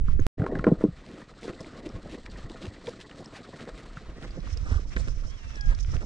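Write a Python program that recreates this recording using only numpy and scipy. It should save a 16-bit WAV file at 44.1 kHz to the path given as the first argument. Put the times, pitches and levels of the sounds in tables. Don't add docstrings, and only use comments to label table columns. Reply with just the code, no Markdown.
import sys
import numpy as np
from scipy import signal
from scipy.fft import rfft, irfft, next_fast_len
from scipy.io import wavfile
from scipy.ndimage import uniform_filter1d

SR = 44100
rng = np.random.default_rng(int(sys.argv[2]) if len(sys.argv) > 2 else 0)


def log_audio(samples):
    frames = np.atleast_2d(samples).T
    limited = np.clip(frames, -1, 1)
    pcm = np.round(limited * 32767).astype(np.int16)
    wavfile.write(sys.argv[1], SR, pcm)


N = 266805
TIME = np.arange(N) / SR


def from_db(db):
    return 10 ** (np.asarray(db) / 20)


def rms_one(x):
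    return x / np.sqrt(np.mean(x ** 2) + 1e-20)


def peak_one(x):
    return x / (np.abs(x).max() + 1e-20)


def in_time(rows):
    s, *columns = np.transpose(rows)
    return [np.interp(TIME, s, column) for column in columns]


def at_hz(points, hz):
    points = np.array(points)
    return np.interp(np.log(hz), np.log(points[:, 0]), points[:, 1])


def pan(db):
    gains = from_db([[db / 2], [-db / 2]])
    return gains / gains.mean()


def add(out, s, sound):
    at = max(round(s * SR), 0)
    out[..., at:at + sound.shape[-1]] += sound[..., :N - at]


def passband(x, hz, kind, order=2):
    sos = signal.butter(order, np.clip(hz, 10, .45 * SR), kind, fs=SR, output="sos")
    return signal.sosfilt(sos, x)


def colour(x, spectrum):
    size = next_fast_len(N + SR // 4)
    size += size % 2
    hz = np.maximum(np.arange(size // 2 + 1) * SR / size, 1)
    octaves_outside = np.abs(np.log2(hz / np.clip(hz, spectrum[0][0], spectrum[-1][0])))
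    cepstrum = irfft(np.log(from_db(at_hz(spectrum, hz) - 20 * octaves_outside)), size)
    response = np.exp(rfft(2 * cepstrum[:size // 2], size))
    return rms_one(irfft(rfft(x, size) * response, size)[..., :N])


def drift(rate):
    r = np.exp(-80 * np.pi * rate / SR)
    noise = rng.standard_normal(N // 40 + 2002)
    slow = signal.lfilter([1], [1, -2 * r, r * r], noise)[2000:]
    return np.interp(np.arange(N) / 40, np.arange(len(slow)), rms_one(slow))


def even(x, seconds):
    power = np.abs(uniform_filter1d(x ** 2, max(int(seconds * SR), 1)))
    return x / np.sqrt(power + 1e-9)


# start of the crack in seconds, peak of the thud in dB, pitch of the thud in Hz,
# level of the crack in dB before crack_db is added, pitch of the crack in Hz.
KNOCKS = [(0.084, -26, 131, -45, 1410), (0.194, -22, 272, -43.5, 1600), (0.397, -18, 94, -49.5, 1700),
          (0.419, -16, 145, -42, 1400), (0.441, -22.5, 440, -46.5, 1510), (0.464, -24, 487, -35, 1150),
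          (0.523, -22, 480, -56, 1090), (0.553, -23.5, 218, -40, 1500), (0.593, -22.5, 150, -38, 1450),
          (0.642, -19, 486, -33, 1500), (0.668, -6.5, 360, -33.5, 1150), (0.676, -7.5, 239, -44.5, 1050),
          (0.7169, -13, 418, -52, 895), (0.721, -7, 194, -58, 900), (0.81, -23, 452, -52.5, 1110),
          (0.84, -5.5, 313, -49, 930), (0.849, -9, 262, -53, 1040), (0.886, -22.5, 144, -71, 1100),
          (1.481, -26, 420, -47.5, 1400), (3.675, -31, 630, -54, 1110), (3.69, -29.5, 700, -53.5, 1500),
          (3.971, -32.5, 131, -43, 1420), (4.9638, -28.5, 235, -37.5, 1750), (4.9699, -32, 416, -34, 1830)]


def knocks(crack_t60=0.015, crack_db=12, grit=0.027, crack_width=1.185, thud_width=1.43,
           soft_hz=700, ringing=0.24, drumming=0.69, lead_s=0.0016):
    out = np.zeros(N)
    for s, db, hz, crack, crack_hz in KNOCKS:
        force = grit * crunch(0.0081)
        force[0] += 1
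        push = passband(force, [hz / thud_width, hz * thud_width], "band")
        push = passband(push, soft_hz, "low", order=6)
        thud = peak_one(peak_one(push) + drumming * peak_one(walls(push)))
        grains = passband(crunch(crack_t60), [crack_hz / crack_width, crack_hz * crack_width], "band")
        snap = peak_one(peak_one(grains) + ringing * peak_one(walls(grains)))
        add(out, s - lead_s, from_db(db) * thud)
        add(out, s, from_db(crack + crack_db) * snap)
    return out


def crunch(t60):
    t = TIME[:SR // 4]
    return rng.standard_normal(len(t)) * from_db(-60 * t / t60)


# pitch in Hz, relative level in dB, time to fade by 60 dB in seconds.
BOX = [(143, -21, 0.016), (182, 8, 0.064), (218, -4, 0.065), (306.4, 6.5, 0.061), (397, -1.5, 0.088),
       (485, -3, 0.082), (514, 4, 0.066), (643, 0, 0.081), (1082, -2.5, 0.13), (1140, -11.5, 0.058),
       (1412, -4, 0.04), (1550, -9.5, 0.025), (1750, -9, 0.018)]
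MODE_SPREAD_DB = 2.5


def walls(force):
    shares_db = MODE_SPREAD_DB * rng.standard_normal(len(BOX))
    modes = zip(BOX, shares_db)
    return sum(from_db(level + share) * ring(force, hz, t60) for (hz, level, t60), share in modes)


def ring(force, hz, t60):
    r, w = from_db(-60 / (t60 * SR)), 2 * np.pi * hz / SR
    return signal.lfilter([0, np.sin(w)], [1, -2 * r * np.cos(w), r * r], force + 1e-18)


# frequency in Hz, relative density in dB per Hz.
DRUM = [(80, -7.5), (140, -2), (230, 2), (350, -2.5), (490, -5), (640, -7.5), (800, -15), (1200, -42.5)]
RASP = [(550, -31), (760, -3), (940, 2.5), (1080, 1.5), (1220, 6), (1400, -1.5), (1950, 0.5), (2700, -26.5)]
SCRATCH = [(1400, -6.5), (2200, -1), (3000, 4), (4100, 9.5), (5200, 1.5), (6500, -4), (8000, 0.5),
           (9500, -14.5), (11500, -46)]


def scraping(patchy_db=3.8, modal=0.42, lumps_db=1.0, bead_db=2.5, count=6):
    drum, rasp, scratch = scrape_gains()
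    drumming = colour(slips(), DRUM) + modal * rms_one(walls(slips()))
    forces = [slips(), slips()]
    legs = 0
    for k, hz in enumerate(np.geomspace(700, 3570, count)):
        leg = passband(forces[k % 2], [hz / 1.103, hz * 1.13], "band")
        legs = legs + leg * from_db(patchy_db * drift(33.0))
    tips = colour(slips(size_db=bead_db, clump_db=4.0), SCRATCH)
    lumpy_drum = drum * from_db(lumps_db * drift(17.0))
    parts = [(drumming, lumpy_drum), (colour(legs, RASP), rasp), (tips, scratch)]
    return sum(gain * even(part, 0.095) for part, gain in parts)


SKID_START_S, SKID_END_S, SKID_RELEASE_S = .38, 0.73, 0.055
SKID_DRUM_DB, SKID_RASP_DB, SKID_SCRATCH_DB = -37.5, -58, -85
RASP_TO_SCRATCH_HZ = 2420
# time in seconds, relative level in dB.
EFFORT = [(0.93, -63.5), (1.43, -60), (1.62, -55), (1.87, -61), (2.55, -55.5), (2.82, -59), (3.71, -55.5),
          (3.96, -61.5), (4.4, -54.5), (5.1, -59.5), (5.351, -60), (5.749, -65.5)]


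def scrape_gains(drum_db=8, rasp_db=-1, scratch_db=-4, exposed_db=-8, stroke_rasp_db=-3,
                 stroke_scratch_db=-5):
    landed = TIME > SKID_START_S
    skid = landed * np.exp(-np.maximum(TIME - SKID_END_S, 0) / SKID_RELEASE_S)
    shuffle = landed * from_db(in_time(EFFORT)[0] + exposed_db * in_time(EXPOSURE)[0])
    drum, rasp, scratch = 0, 0, 0
    for s, length, db, hz, wall_db in STROKES:
        push = swell(s, length)
        shrill = 1 / (1 + (RASP_TO_SCRATCH_HZ / hz) ** 4)
        drum = drum + push * from_db(wall_db)
        rasp = rasp + push * from_db(db + stroke_rasp_db) * (1 - shrill)
        scratch = scratch + push * from_db(db + stroke_scratch_db) * shrill
    parts = [(SKID_DRUM_DB, drum_db, drum), (SKID_RASP_DB, rasp_db, rasp),
             (SKID_SCRATCH_DB, scratch_db, scratch)]
    gains = []
    for skid_db, shuffle_db, stroke in parts:
        steady = from_db(skid_db) * skid + from_db(shuffle_db) * shuffle
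        gains.append(np.hypot(steady, stroke))
    return gains


def swell(s, length):
    return np.cos(np.pi / 2 * np.clip((TIME - s) / length, -1, 1)) ** 4


def slips(per_s=1100, size_db=1.0, clump_db=5.0, rub=0.24):
    sizes = from_db(size_db * np.minimum(rng.exponential(1, N), 5)) * rng.choice([-1, 1], N)
    force = sizes * (rng.random(N) < per_s / SR) + rub * rng.standard_normal(N)
    return force * from_db(clump_db * drift(27))


# middle in seconds,
# half-length in seconds, relative level in dB, pitch in Hz, level of the low drumming that goes with it in dB.
STROKES = [(0.408, 0.066, -59, 1900, -36), (0.48, 0.015, -54, 1790, -46), (0.553, 0.05, -73, 1600, -29),
           (0.68, 0.052, -54, 1080, -26.5), (0.817, 0.064, -49.5, 1080, -53), (1.118, 0.18, -58, 2200, -45),
           (1.204, 0.071, -51.5, 1170, -51.5), (1.443, 0.066, -49, 3460, -47),
           (1.495, 0.04, -47.5, 1770, -33), (1.611, 0.021, -52, 5760, -37),
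           (1.776, 0.059, -54.5, 2180, -40), (1.863, 0.02, -46.5, 2210, -40), (1.966, 0.4, -61, 1780, -45),
           (2.131, 0.087, -49.5, 2370, -43), (2.39, 0.074, -57, 2000, -47),
           (2.506, 0.018, -59, 3480, -40.5), (2.649, 0.087, -49.5, 2600, -40.5),
           (2.882, 0.071, -50, 4170, -43), (3.014, 0.036, -48, 2880, -72), (3.196, 0.074, -58, 4670, -45.5),
           (3.364, 0.072, -47, 2020, -67), (3.61, 0.16, -50.5, 1580, -43.5),
           (3.794, 0.079, -51.5, 1960, -73), (3.862, 0.019, -47, 1250, -59), (4.063, 0.026, -57, 1370, -64),
           (4.152, 0.21, -62, 1260, -51.5), (4.235, 0.044, -46.5, 1700, -38.5),
           (4.376, 0.084, -57.5, 1350, -47.5), (4.475, 0.0097, -47, 1360, -54),
           (4.723, 0.17, -44, 1390, -44), (4.995, 0.062, -50, 6000, -46), (5.082, 0.026, -44, 1390, -40.5),
           (5.251, 0.043, -52, 1410, -48), (5.567, 0.04, -48.5, 2030, -49), (5.719, 0.043, -44, 1600, -48),
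           (5.948, 0.051, -48, 1480, -43), (6.025, 0.043, -47, 1400, -43)]
STROKE_OCTAVES = 0.8


def strokes(stroke_db=-3, steady_s=0.032, lowest_hz=1080):
    out = np.zeros(N)
    force = even(slips(per_s=500, size_db=3.0, clump_db=2.5, rub=0.14), steady_s)
    spread = 2 ** (STROKE_OCTAVES / 2)
    for s, length, db, hz, _ in STROKES:
        start = max(s - length, 0)
        piece = force[int(start * SR):int((s + length) * SR)]
        burst = passband(piece, [hz / spread, hz * spread], "band", order=1)
        add(out, start, from_db(db + stroke_db) * rms_one(burst) * np.hanning(len(burst)) ** 2)
    return passband(out, lowest_hz, "high", order=6)


# middle in seconds, half-length in seconds, peak in dB,
# average slips per second.
JUDDERS = [(0.45, 0.018, -28, 370), (0.533, 0.017, -27.5, 340), (1.452, 0.026, -32.5, 397),
           (1.502, 0.024, -31, 405), (1.868, 0.019, -28.5, 335), (2.138, 0.037, -35.5, 340),
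           (2.648, 0.035, -35.5, 350), (2.884, 0.017, -26, 510)]


def judders(jitter=0.14, width=1.39, drumming=0.54):
    out = np.zeros(N)
    for s, length, db, hz in JUDDERS:
        size = int(2 * length * SR)
        turns = np.cumsum(hz * (1 + jitter * drift(100)[:size])) / SR
        clicks = np.diff(np.floor(turns), prepend=0)
        push = passband(clicks, [hz / width, hz * width], "band") * np.hanning(size) ** 2
        push = np.pad(push, (0, SR // 10))
        add(out, s - length, from_db(db) * peak_one(peak_one(push) + drumming * peak_one(walls(push))))
    return out


TICKS_RING_ABOVE_HZ = 4400
SMALL_TICK_DB, SMALL_TICK_SPREAD_DB, SMALL_TICK_HZ = 7, 4, (1800, 5000)
# start in seconds, relative peak in dB, pitch in Hz.
TICKS = [(0.199, -43.5, 6400), (0.5884, -40, 3200), (1.063, -44.5, 3630), (1.4301, -39, 2480),
         (1.478, -42, 3770), (1.533, -42, 2070), (1.6052, -43, 5200), (1.6446, -40, 1890),
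         (1.8894, -42.5, 5530), (2.2567, -43, 3520), (2.2615, -32, 2110), (2.2987, -46, 4580),
         (2.3845, -43, 3250), (2.4967, -38.5, 3200), (2.6239, -40, 3000), (2.654, -35, 2980),
         (2.8694, -32.5, 2600), (3.012, -35.5, 2780), (3.095, -42, 1900), (3.1112, -39, 2440),
         (3.258, -39, 5360), (3.6064, -39, 3040), (4.2248, -39, 3000), (4.5724, -36.5, 5320),
         (4.9632, -37, 3960), (5.5559, -40, 5470), (5.6092, -34.5, 5360), (5.7484, -40, 5330),
         (5.7882, -41.5, 3720), (5.8461, -40, 2340), (5.9651, -35, 2540)]


def ticks(tick_db=1, grain_t60=0.01, ring_t60=0.008, dry=0.083, side_db=-9, port_db=1.5,
          rise_s=0.0025, count=22):
    out = np.zeros((2, N))
    low, high = SMALL_TICK_HZ
    times, effort_db = np.transpose(EFFORT)
    when, size, pitch = rng.random((count, 3)).T
    when = times[0] + when * (times[-1] - times[0])
    small_db = np.interp(when, times, effort_db) + SMALL_TICK_DB + SMALL_TICK_SPREAD_DB * (2 * size - 1)
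    small = zip(when, small_db, low * (high / low) ** pitch)
    for s, db, hz in list(TICKS) + list(small):
        burst = crunch(grain_t60)
        grains = burst * (1 - np.exp(-TIME[:len(burst)] / rise_s))
        tick = peak_one(passband(grains, [hz / 2, hz * np.sqrt(2)], "band"))
        if hz > TICKS_RING_ABOVE_HZ:
            tick = dry * tick + peak_one(ring(grains, hz, ring_t60))
        exposure = np.interp(s, *np.transpose(EXPOSURE))
        lift = port_db * exposure * from_db(at_hz(PORT, hz))
        add(out, s, from_db(db + tick_db + lift) * peak_one(tick) * pan(side_db * exposure))
    return out


GULL_DB = -57
# time in seconds, pitch in Hz before it wavers, relative level in dB.
GULL = [(5.24, 1000, -22), (5.285, 1035, 0), (5.345, 1127, 4), (5.365, 1070, -3), (5.38, 1040, 2),
        (5.395, 950, -1), (5.42, 912, -2), (5.54, 882, 0), (5.585, 836, 1), (5.655, 811, 3), (5.71, 821, 0),
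        (5.77, 828, -11), (5.9, 840, -20)]
# frequency in Hz, relative level in dB.
GULL_THROAT = [(820, -1), (1100, -8), (1630, 15), (1680, 10), (1780, 0), (2200, -7), (2450, -8), (2670, 1),
               (3250, -6), (3380, -4), (3600, -8), (4400, -20)]
# frequency in Hz, left minus right in dB, lead of the left in radians.
GULL_ARRIVAL = [(850, 7, 2.7), (1100, 4, 1.5), (1630, 2, 2.8), (2650, -5, 2.5), (3300, -1, 1.7)]


def gull(waver=0.0042, count=4):
    pitch, level = in_time(GULL)
    pitch = pitch * (1 + waver * drift(94))
    phase = 2 * np.pi * np.cumsum(pitch) / SR
    arrival = np.array(GULL_ARRIVAL)
    cry, sides = 0, np.array([[.5], [-.5]])
    for k in range(1, count + 1):
        balance_db = at_hz(arrival[:, [0, 1]], k * pitch)
        lead = at_hz(arrival[:, [0, 2]], k * pitch)
        partial_db = at_hz(GULL_THROAT, k * pitch) + drift(13) + sides * balance_db
        cry = cry + from_db(partial_db) * np.sin(k * phase + sides * lead)
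    return from_db(GULL_DB + level) * cry * (TIME > GULL[0][0]) * (TIME < GULL[-1][0])


FIZZ_DB, GUST_DB, FIZZ_FOLLOWS = -56, -18.5, 0.39
# time in seconds, relative level of the rumble in dB.
WIND = [(0, -22.5), (.26, -25.5), (.45, -36), (.9, -40.5), (1.03, -57), (1.75, -54.5), (1.95, -42),
        (2.2, -50), (2.38, -39), (2.8, -55), (3.5, -59), (4.1, -42), (4.6, -30.5), (4.75, -27),
        (4.94, -31.5), (5.1, -25.5), (5.35, -34.5), (5.42, -42), (5.5, -30.5), (5.58, -39.5), (5.67, -19.5),
        (5.8, -29), (5.92, -24), (6.05, -33)]
# frequency in Hz, relative density in dB per Hz.
RUMBLE = [(11, 4), (18, 3.5), (40, 5.5), (77, -4), (140, -15), (200, -27.5), (286, -34.5), (354, -43.5),
          (424, -40), (659, -47.5), (900, -64), (1170, -85.5), (1980, -120)]
# middle in seconds, peak in dB before panning, pitch in Hz.
PUFFS = [(0.075, -20, 9.9), (0.214, -19, 98), (0.244, -17, 11.9), (1.952, -31, 102), (2.452, -32.5, 117),
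         (2.684, -29.5, 90), (3.744, -38, 41), (4.391, -29.5, 170), (4.534, -23.5, 72), (4.724, -17.5, 77),
         (4.764, -19.5, 69), (5.7, -19, 33.3), (5.952, -24.5, 128)]
# frequency in Hz, relative density in dB per Hz.
PORT = [(3000, -16), (4400, -15.5), (5400, -2), (6300, -7), (7500, -17.5), (9000, -22.5), (11000, -34)]


def wind(exposure, wind_db=-1, lumps_db=2, side_db=-9.0, fizz_side_db=-13, flutter_db=4.0,
         puff_cycles=0.94):
    level, = in_time(WIND)
    eddies = even(two_ports(RUMBLE, exposure, alike=0.55), 0.28)
    rumble = from_db(level + wind_db) * eddies * from_db(lumps_db * drift(12.0))
    for s, db, hz in PUFFS:
        cycles = np.clip(hz * (TIME - s), -4, 4)
        puff = np.sin(2 * np.pi * cycles) * np.exp(-(cycles / puff_cycles) ** 2)
        rumble = rumble + from_db(db) * peak_one(puff)
    rumble = rumble * (1 + exposure * (pan(side_db) - 1))
    fizz_db = FIZZ_DB + FIZZ_FOLLOWS * (level - GUST_DB) + flutter_db * drift(26)
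    fizz = from_db(fizz_db) * colour(rng.standard_normal((2, N)), PORT)
    return rumble + fizz * pan(fizz_side_db) * exposure * (TIME > SKID_END_S)


def two_ports(spectrum, exposure, alike):
    shared, own = rng.standard_normal(N), rng.standard_normal((2, N))
    apart = exposure * (1 - alike)
    return colour(np.sqrt(1 - apart) * shared + np.sqrt(apart) * own, spectrum)


# frequency in Hz, relative density in dB per Hz.
HARBOUR = [(100, 6.5), (400, -14.5), (600, -23), (710, -7), (830, -21), (1010, -16.5), (1130, -8),
           (1400, -9), (2200, -10.5), (4000, -18.5), (6200, -22), (9000, -33)]
# time in seconds, level in dB before the lapping.
HARBOUR_DB = [(0, -58.5), (0.26, -59), (0.4, -63), (3.5, -59), (4.6, -54.5), (5.4, -56), (5.8, -55)]


def harbour(exposure, lapping_db=4.5):
    level, = in_time(HARBOUR_DB)
    return from_db(level + lapping_db * drift(13.2)) * two_ports(HARBOUR, exposure, alike=0.18)


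# time in seconds, exposure from 0 to 1.
EXPOSURE = [(0, .75), (.27, .75), (.38, 0), (3.95, 0), (4.55, 1), (6.05, 1)]


def scene(lag_s=0.00025, bass_hz=650, bass_side_db=-8):
    exposure, = in_time(EXPOSURE)
    near = knocks() + judders() + scraping() + strokes()
    bass = passband(near, bass_hz, "low", order=1)
    left, right = near + exposure * (pan(bass_side_db) - 0.5) * bass
    late_left = np.interp(TIME - lag_s * exposure, TIME, left)
    near = np.array([late_left, right]) + ticks()
    return near + gull() + wind(exposure) + harbour(exposure)


CUTOFF_HZ = 15000
# time in seconds, gain.
PAUSE = [(0, 1), (.2668, 1), (.26681, 0), (.372, 0), (.39, 1), (6.05, 1)]


def record(dry, dull_hz=9200):
    sound = passband(dry, dull_hz, "low", order=5) * in_time(PAUSE)[0]
    return passband(sound, CUTOFF_HZ, "low", order=12)


dry = scene()
out = record(dry)
log_audio(out)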